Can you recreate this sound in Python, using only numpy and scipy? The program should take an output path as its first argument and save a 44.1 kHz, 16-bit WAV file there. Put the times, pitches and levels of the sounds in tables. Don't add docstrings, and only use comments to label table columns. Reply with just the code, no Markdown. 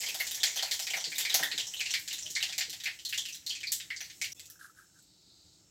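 import sys
import numpy as np
from scipy import signal
from scipy.fft import rfft, irfft
from scipy.io import wavfile
from scipy.ndimage import uniform_filter1d

SR = 44100
rng = np.random.default_rng(int(sys.argv[2]) if len(sys.argv) > 2 else 0)


def wav_record(signal):
    frames = np.transpose(np.atleast_2d(signal))
    bounded = np.clip(frames, -1, 1)
    quanta = np.round(bounded * 32767).astype(np.int16)
    wavfile.write(sys.argv[1], SR, quanta)


N = 251370
DROPOUT_START_S, DROPOUT_END_S = 4.333, 4.346


def undb(db):
    return 10 ** (np.asarray(db) / 20)


def unit(x):
    return x / np.sqrt(np.mean(x ** 2))


def noise():
    return rng.standard_normal(N)


def band(x, hz, width):
    edges = [max(hz - width / 2, 20), min(hz + width / 2, .45 * SR)]
    return signal.sosfilt(signal.butter(3, edges, "bandpass", fs=SR, output="sos"), x)


def click_band(hz, width):
    click = (np.arange(1200) == 0) * 1.
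    heard = band(click, hz, width)
    return heard / np.linalg.norm(heard)


def curve(table):
    s, *columns = np.transpose(table)
    return [np.interp(np.arange(N) / SR, s, c) for c in columns]


def walk(rate):
    hold = int(SR / rate)
    steps = np.repeat(rng.standard_normal(N // hold + 1), hold)
    return 1.2 * uniform_filter1d(steps, hold)[:N]


def add(out, s, grain):
    i = int(s * SR)
    out[i:i + len(grain)] += grain[:N - i]


# start_s, level_db, air_level_db (against level_db)
OIL_FIZZ = [(0, -41, -21), (.7, -46.5, -10), (1.4, -44.5, -18), (2.4, -49, -13), (3.4, -59, -12),
            (4.3, -54, -9.5), (4.6, -63, -13), (4.85, -63, -12), (5.0, -63.5, -17), (5.7, -63.5, -16.5)]
# start_s, gain_db
HISS_SWELL = [(4.5, -14), (4.85, -8), (5.0, 1), (5.3, 9), (5.58, 4), (5.7, -8)]
HISS_DB = -8


def fizz():
    level_db, air_db = curve(OIL_FIZZ)
    body = np.zeros(N)
    # pitch_hz, width_hz, level_db
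    for hz, width, db in [(5400, 300, -11.5), (6850, 1770, -6), (7960, 830, -12), (3360, 3050, -17)]:
        body += undb(db + 1.0 * walk(13)) * unit(band(noise(), hz, width))
    hiss_db = HISS_DB + curve(HISS_SWELL)[0] + 0.74 * walk(32)
    hiss = unit(band(noise(), 4350, 1290)) * undb(hiss_db)
    air = unit(band(noise(), 12600, 7800)) * undb(air_db + 0.46 * walk(6.6))
    return undb(level_db) * (body + hiss + air)


# pitch_hz, relative_level_db (per Hz)
BURNER_TONE = [(18, -69), (30, -5.5), (92, -2), (154, -5), (198, -4.5), (223, -16.5), (303, -5),
               (428, -16.5), (926, -20.5), (1060, -28.5), (1360, -20.5), (2040, -37), (3000, -22.5),
               (3900, -31), (6600, -120)]
# start_s, level_db
BURNER_LEVEL = [(0, -66.5), (1.0, -68), (1.7, -66), (2.3, -65), (3, -67.5), (4.3, -65), (4.7, -70.5),
                (5.7, -68.5)]


def burner():
    hz = np.maximum(np.arange(N // 2 + 1) * SR / N, 1)
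    tone_hz, tone_db = np.transpose(BURNER_TONE)
    shape_db = np.interp(np.log(hz), np.log(tone_hz), tone_db)
    roar = irfft(rfft(noise()) * undb(shape_db), N)
    return unit(roar) * undb(curve(BURNER_LEVEL)[0] + 0.68 * walk(18))


def ping(hz, cycles, glide):
    turns = np.arange(int(7 * cycles / hz * SR)) * hz / SR
    tone = np.sin(2 * np.pi * turns * (1 + glide * turns / cycles))
    attack = 1 - np.exp(-(turns / 2.1) ** 2)
    y = tone * np.exp(-turns / cycles) * attack
    return y / np.linalg.norm(y)


# pitch_hz, width_hz
POP_BANDS = [(700, 645), (2350, 1215), (4000, 1840), (6600, 2520), (12600, 5100)]
# start_s, level_db (against the ping)
POP_THUD = [(0, -20), (1.5, -25.5), (3, -34.5), (4.5, -41)]
CRACK_FALL_DB = 21.5


def pops(rows):
    out = np.zeros(N)
    clicks = [click_band(hz, width) for hz, width in POP_BANDS]
    for s, ping_db, hz, crack_db, bright, spit_db in rows:
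        add(out, s, undb(ping_db) * ping(hz, cycles=2.97, glide=0.0046))
        thud_db = np.interp(s, *np.transpose(POP_THUD))
        crack = crack_db - CRACK_FALL_DB * (np.arange(3) / 2 - bright) ** 2
        parts_db = [thud_db, *crack, spit_db]
        add(out, s, sum(undb(ping_db + db) * click for db, click in zip(parts_db, clicks)))
    return out


SMALL_POPS, SMALL_END_S = 160, 4.5
SMALL_DB, SMALL_FADE_DB_PER_S, SMALL_SPREAD_DB = -27.5, 6.5, 2.5


def small_pops():
    u = rng.random((SMALL_POPS, 5))
    s = SMALL_END_S * u[:, 0] ** 1.2
    ping_db = SMALL_DB - SMALL_FADE_DB_PER_S * s - SMALL_SPREAD_DB * np.log(u[:, 1])
    hz = 2500 * 2.6 ** u[:, 2]
    crack_db, bright, spit_db = 0 * s, u[:, 3], -2.5 - 12 * u[:, 4]
    return list(zip(s, ping_db, hz, crack_db, bright, spit_db))


def rings(modes, t):
    return sum(undb(db - 60 * t / t60) * np.sin(2 * np.pi * hz * t) for hz, db, t60 in modes)


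# delay_s (varied a little), level_db (before echo_db), smear_s
EARLY_ECHOES = [(.0062, 2, 0.00099), (.012, -4, 0.002), (0.017, -5, 0.0043)]
# pitch_hz, t60_s
ROOM_DECAY = [(700, 0.33), (1800, 0.25), (3000, 0.22), (5000, 0.25), (7500, 0.26), (13000, 0.22)]
# pitch_hz, level_db (against the tail), t60_s
PAN_MODES = [(764, -18, 0.19), (1735, -36, 0.04), (1860, -42, 0.34), (3480, -25, 0.097),
             (5830, -18.5, 0.34), (6650, -13, 0.144), (7180, -19, .2), (13300, -21.5, 0.145),
             (13300, -16, .2), (14450, -17.5, .13)]


def kitchen(x, tail_db, echo_db):
    t = np.arange(SR // 2) / SR
    splits = [np.sqrt(a[0] * b[0]) for a, b in zip(ROOM_DECAY, ROOM_DECAY[1:])]
    edges = [0] + splits + [SR / 2]
    f = np.arange(len(t) // 2 + 1) * SR / len(t)
    spectrum = rfft(rng.standard_normal(len(t)))
    tail = np.zeros(len(t))
    for lo, hi, (_, t60) in zip(edges, edges[1:], ROOM_DECAY):
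        tail += irfft(spectrum * (f >= lo) * (f < hi), len(t)) * undb(-60 * t / t60)
    onset = 1 - np.exp(-(t / 0.00089) ** 2)
    room = undb(tail_db) * (tail * onset + rings(PAN_MODES, t))
    direct = [(0, 0.0026, 0.00082)]  # delay_s, level_db, smear_s
    echoes = [(s, db + echo_db, smear) for s, db, smear in EARLY_ECHOES]
    for s, db, smear in direct + echoes:
        cluster = rng.standard_normal(600) * np.exp(-t[:600] / smear)
        delay = s * (1 + 0.026 * rng.standard_normal())
        add(room, delay, undb(db) * cluster / np.linalg.norm(cluster))
    return signal.fftconvolve(x, room)[:N]


# start_s, level_db (of the body)
DEEP_THUDS = [(.144, -35.5), (.201, -39.5), (.4322, -40), (.5594, -37.5), (.625, -28.5), (.7929, -38),
              (.902, -44), (.9347, -34), (.9681, -32), (1.342, -26), (1.3925, -26.5), (1.4276, -34),
              (2.4263, -42), (2.4893, -44), (2.5799, -41), (2.6075, -44.5), (2.729, -49), (2.8702, -45),
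              (4.0057, -49), (4.2146, -48)]
THUD_BODY_HZ, THUD_EDGE_HZ = 767, 1500


def deep_thuds():
    out = np.zeros(N)
    thump = click_band(THUD_BODY_HZ, 380) + undb(-3.5) * click_band(THUD_EDGE_HZ, 450)
    for s, db in DEEP_THUDS:
        add(out, s, undb(db) * thump)
    return out


# start_s, level_db (before the mode levels)
STOVE_KNOCKS = [(0.26, -58), (0.955, -55.5), (1.071, -50.5), (1.34, -48.5), (1.401, -43.5), (1.537, -48.5),
                (2.297, -56.5), (2.683, -54), (2.88, -67), (3.625, -66)]
# pitch_hz, level_db, t60_s
STOVE_MODES = [(162, -5.5, 0.24), (287, -8, 0.42), (369, -3.5, 0.15), (455, 6, 0.041)]


def knocks():
    out, t = np.zeros(N), np.arange(SR // 2) / SR
    chances = rng.standard_normal((len(STOVE_KNOCKS), len(STOVE_MODES)))
    soft_attack = 1 - np.exp(-t / 0.0026)
    for (s, db), chance in zip(STOVE_KNOCKS, chances):
        modes = [(hz, d + 1.6 * c, t60) for (hz, d, t60), c in zip(STOVE_MODES, chance)]
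        add(out, s, undb(db) * rings(modes, t) * soft_attack)
    return out


HOOT_START_S, HOOT_LENGTH_S, HOOT_HZ, HOOT_DB = 2.24, .06, 620, -62


def hoot():
    out, t = np.zeros(N), np.arange(int(HOOT_LENGTH_S * SR)) / SR
    envelope = np.sqrt(np.sin(np.pi * t / HOOT_LENGTH_S))
    add(out, HOOT_START_S, undb(HOOT_DB) * np.sin(2 * np.pi * HOOT_HZ * t) * envelope)
    return out


# pitch_hz, level_db (before swell and decay), t60_s
LATE_RING = [(509, -70.5, 1.0), (2640, -54, 0.44), (3530, -49, .3)]
RING_SWELL_S = 0.049


def after_ring():
    t = np.maximum(np.arange(N) / SR - DROPOUT_END_S, 0)
    swell = 1 - np.exp(-(t / RING_SWELL_S) ** 2)
    out = np.zeros(N)
    for hz, db, t60 in LATE_RING:
        out += undb(db - 60 * t / t60) * swell * unit(band(noise(), hz, hz / 12))
    return out


# start_s, level_db (energy), pitch_hz
CREAK_TICKS = [(4.502, -37, 1740), (4.556, -38.5, 1600), (4.611, -23.5, 1620), (4.644, -24.5, 1600),
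               (4.652, -26, 1340), (4.666, -41, 1630), (4.696, -31.5, 1325), (4.773, -36, 1630),
               (4.787, -30.5, 1610), (4.797, -36, 1350), (4.808, -37, 1364), (4.826, -35.5, 1590),
               (4.961, -40.5, 1570), (4.989, -42, 1490)]
FAINT_TICKS, FAINT_SPAN_S = 20, (4.51, 4.98)
FAINT_DB, FAINT_HZ = -49.5, 1600


def creak():
    out = np.zeros(N)
    faint = []
    for u, v, w in rng.random((FAINT_TICKS, 3)):
        s = np.interp(u, (0, 1), FAINT_SPAN_S)
        faint.append((s, FAINT_DB + 6 * (v - .5), FAINT_HZ * (1 + 0.13 * (w - .5))))
    for s, db, hz in CREAK_TICKS + faint:
        add(out, s, undb(db) * ping(hz, cycles=6.7, glide=0.))
    loudness = np.sqrt(np.abs(uniform_filter1d(out ** 2, 1800)))
    rasp = unit(band(noise(), 1490, 440)) + 0.78 * unit(band(noise(), 8100, 9900))
    return out + 0.8 * loudness * rasp


# start_s, ping_level_db (energy), ping_pitch_hz, crack_level_db, bright, spit_level_db
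LOUD_POPS = [(.0043, -23.5, 7600, -4.5, 0.28, -3.5), (.033, -19.5, 2190, -4.5, 0.7, -23.5),
             (.0683, -17, 3230, -11.5, 0.58, -23), (.0866, -19, 2520, -4, 0.61, -5.5),
             (.144, -27, 3760, 8.5, 0.59, 6), (.1896, -27, 3800, -2, 0.56, -1),
             (.201, -14.5, 2170, 0.5, 0.018, -5.5), (.268, -23.5, 7400, 5, .6, -2.5),
             (.31, -19, 3760, 0.5, .6, -2), (.3459, -26.5, 6560, 7.5, 1, 3.5),
             (.4024, -18, 3480, -9, 1, -26), (.4322, -12, 3050, 7, 0.52, -5.5),
             (.4653, -14.5, 6760, -4, 0.011, -35), (.4962, -27, 2200, -3, 0.99, -22),
             (.5594, -17, 6330, -3, 0.68, -8.5), (.572, -13, 3280, -6, 0.62, -15),
             (.5893, -16.5, 3020, -0.5, 0.26, -22), (.625, -18, 4420, 3, 0.64, -6.5),
             (.7116, -13, 3080, 2.5, .55, -11.5), (.7354, -26.5, 3580, 7.5, 0.78, 2),
             (.7929, -26.5, 7300, 10, 0.61, 3), (.8243, -21.5, 5070, -2, 0.84, -8),
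             (.8684, -17, 2350, -0.5, 0.53, -12), (.902, -14, 2900, -5.5, 1, -16),
             (.9347, -17, 2320, 2.5, 0.1, -13), (.9681, -15, 5800, -4, 0.53, -12.5),
             (1.0025, -21, 3200, -1.5, 0.73, -25), (1.041, -20, 4580, 2.5, 0.59, -26),
             (1.062, -22.5, 4280, -10, 0, -20), (1.1189, -20.5, 2340, -2, 0.25, -15),
             (1.1547, -18, 3580, -17, 1, -10), (1.182, -15, 7430, -0.5, 0.44, -1),
             (1.2032, -13, 3650, -0.5, .5, -8), (1.25, -12.5, 2300, -2, 0.42, -18),
             (1.2975, -12.5, 3860, -2.5, 0.42, -15), (1.325, -17.5, 3100, -0.5, 0.42, -21),
             (1.342, -8.5, 6510, 2.5, 0.64, 0), (1.3925, -21, 5400, 1, 0.35, -3),
             (1.4276, -8.5, 1820, -8, 0.52, -22), (1.433, -11.5, 3480, -11, .7, -7),
             (1.5147, -18, 4220, 2.5, 0.14, -17), (1.5779, -12, 3820, -2, 0.56, -17.5),
             (1.5956, -11.5, 3050, -6.5, .6, -24), (1.6692, -18.5, 5380, -3.5, 1, -18),
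             (1.7379, -18.5, 2970, -12, 0.4, -13.5), (1.766, -20.5, 3850, -9, 1, -26),
             (1.7928, -16.5, 2880, -35, 0.32, -12.5), (1.8049, -13.5, 2470, -2, 0.6, -21),
             (1.8574, -17, 2710, -1, 0.57, -23), (1.8946, -27, 4200, 3, 0.49, -20),
             (1.9067, -15.5, 5400, 1, 0.74, -18), (1.938, -14.5, 2320, 5, 0.37, -11.5),
             (1.993, -51.5, 1930, -5, 0.78, 24), (2.0773, -29, 7180, 9.5, 0.55, -0.5),
             (2.107, -19.5, 2870, -1.5, 0.48, -28), (2.1288, -19.5, 3950, 0.5, 0.69, -5),
             (2.1827, -21.5, 7000, -4, .5, -28), (2.225, -19, 5640, -9, 0.8, -25),
             (2.2591, -20, 3000, -8, 0.73, -17), (2.303, -29.5, 6940, 4.5, 1, 0),
             (2.3517, -20, 4330, 4.5, 0.82, -22), (2.3627, -12.5, 2170, -6, 0.35, -22),
             (2.404, -16.5, 3820, -4.5, 0, -19), (2.4263, -15.5, 2780, 3.5, 0.54, -10.5),
             (2.4893, -19, 3300, -3, 0.5, -22), (2.525, -24, 2450, 3.5, 0.6, -14),
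             (2.5799, -18.5, 7100, 5.5, 0.52, -3), (2.6075, -25.5, 4700, 13, 0.34, -33),
             (2.6965, -28.5, 4260, 6.5, 0.82, -1), (2.729, -30.5, 3780, 8, 0.52, -2),
             (2.8012, -30, 3860, 4, 0.47, -10), (2.8369, -22.5, 5570, 2.5, 0.54, -6.5),
             (2.856, -15, 2500, -1, 0.28, -27), (2.8702, -25.5, 2160, 10.5, 0, -10),
             (2.9895, -32, 2920, 2, 0.65, -24), (3.05, -17, 4170, -4, 0.84, -11.5),
             (3.0915, -24.5, 5770, 2.5, 0.76, -1.5), (3.1261, -14.5, 2750, -2.5, 0.14, -16),
             (3.1412, -32, 2680, 11, 0.65, -4), (3.1769, -9, 3250, -5, 0.89, -17.5),
             (3.2533, -24, 2860, 2.5, .6, -10), (3.2862, -25.5, 2650, -1.5, 0.72, -8),
             (3.326, -25, 6100, -1, 1, -14), (3.3457, -30, 4000, 3.5, 0.7, -1.5),
             (3.4639, -18.5, 4200, -2.5, 0.79, -12), (3.4939, -16.5, 4460, -4.5, 0.87, -17),
             (3.505, -14, 3160, -25, 1, -23), (3.551, -26, 2480, 2.5, 0.75, -23),
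             (3.605, -28, 2950, -1.5, 0.58, -13), (3.6315, -16.5, 2350, -8, 0.62, -29),
             (3.67, -15.5, 4440, -15, .8, -23), (3.7195, -15, 7640, 2, 0.78, 2),
             (3.8005, -26, 3830, 4, 0.44, -42), (3.9027, -13.5, 2140, -6, 0.014, -32),
             (3.9633, -28.5, 4600, 2.5, 1, -29), (4.0057, -20.5, 5840, -0.5, 0.22, -11.5),
             (4.0436, -36.5, 4500, 4, 0.56, -5), (4.099, -34.5, 6440, 6, .45, -16),
             (4.2146, -13.5, 2260, -1, 0.89, -15.5), (4.2426, -26, 2760, 5.5, 0.42, -4),
             (4.3205, -23.5, 5600, -9, 0.95, -12), (4.3955, -29.5, 7500, 3, 0.54, -4),
             (4.4564, -37.5, 7100, 4, 0.89, 0), (4.5003, -30, 5980, -0.5, 1, 2),
             (4.9888, -41, 7800, -2, 1, -10), (5.0241, -48, 7490, -2, 0.8, 1.5)]
SPOTS = 6


def scene():
    t = np.arange(N) / SR
    rows = LOUD_POPS + small_pops()
    early = [row for row in rows if row[0] < DROPOUT_START_S]
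    late = [row for row in rows if row[0] > DROPOUT_START_S]
    pan = sum(kitchen(pops(early[k::SPOTS]), tail_db=-20.5, echo_db=-1.5) for k in range(SPOTS))
    pan = pan + kitchen(deep_thuds(), tail_db=-17, echo_db=0)
    pan = pan * (t < DROPOUT_START_S) + kitchen(pops(late), tail_db=-26, echo_db=-3.5)
    fall, rise = (DROPOUT_START_S - t) / 0.00027, (t - DROPOUT_END_S) / 0.0028
    gate = np.clip(np.maximum(fall, rise), .05, 1)
    layers = pan + knocks() + creak() + after_ring() + hoot() + fizz() + burner()
    return (layers * gate)[None]


def record(dry):
    dry = signal.sosfilt(signal.butter(4, 57, "highpass", fs=SR, output="sos"), dry)
    return signal.sosfilt(signal.ellip(10, .2, 70, 16000, fs=SR, output="sos"), dry)


dry = scene()
out = record(dry)
wav_record(out)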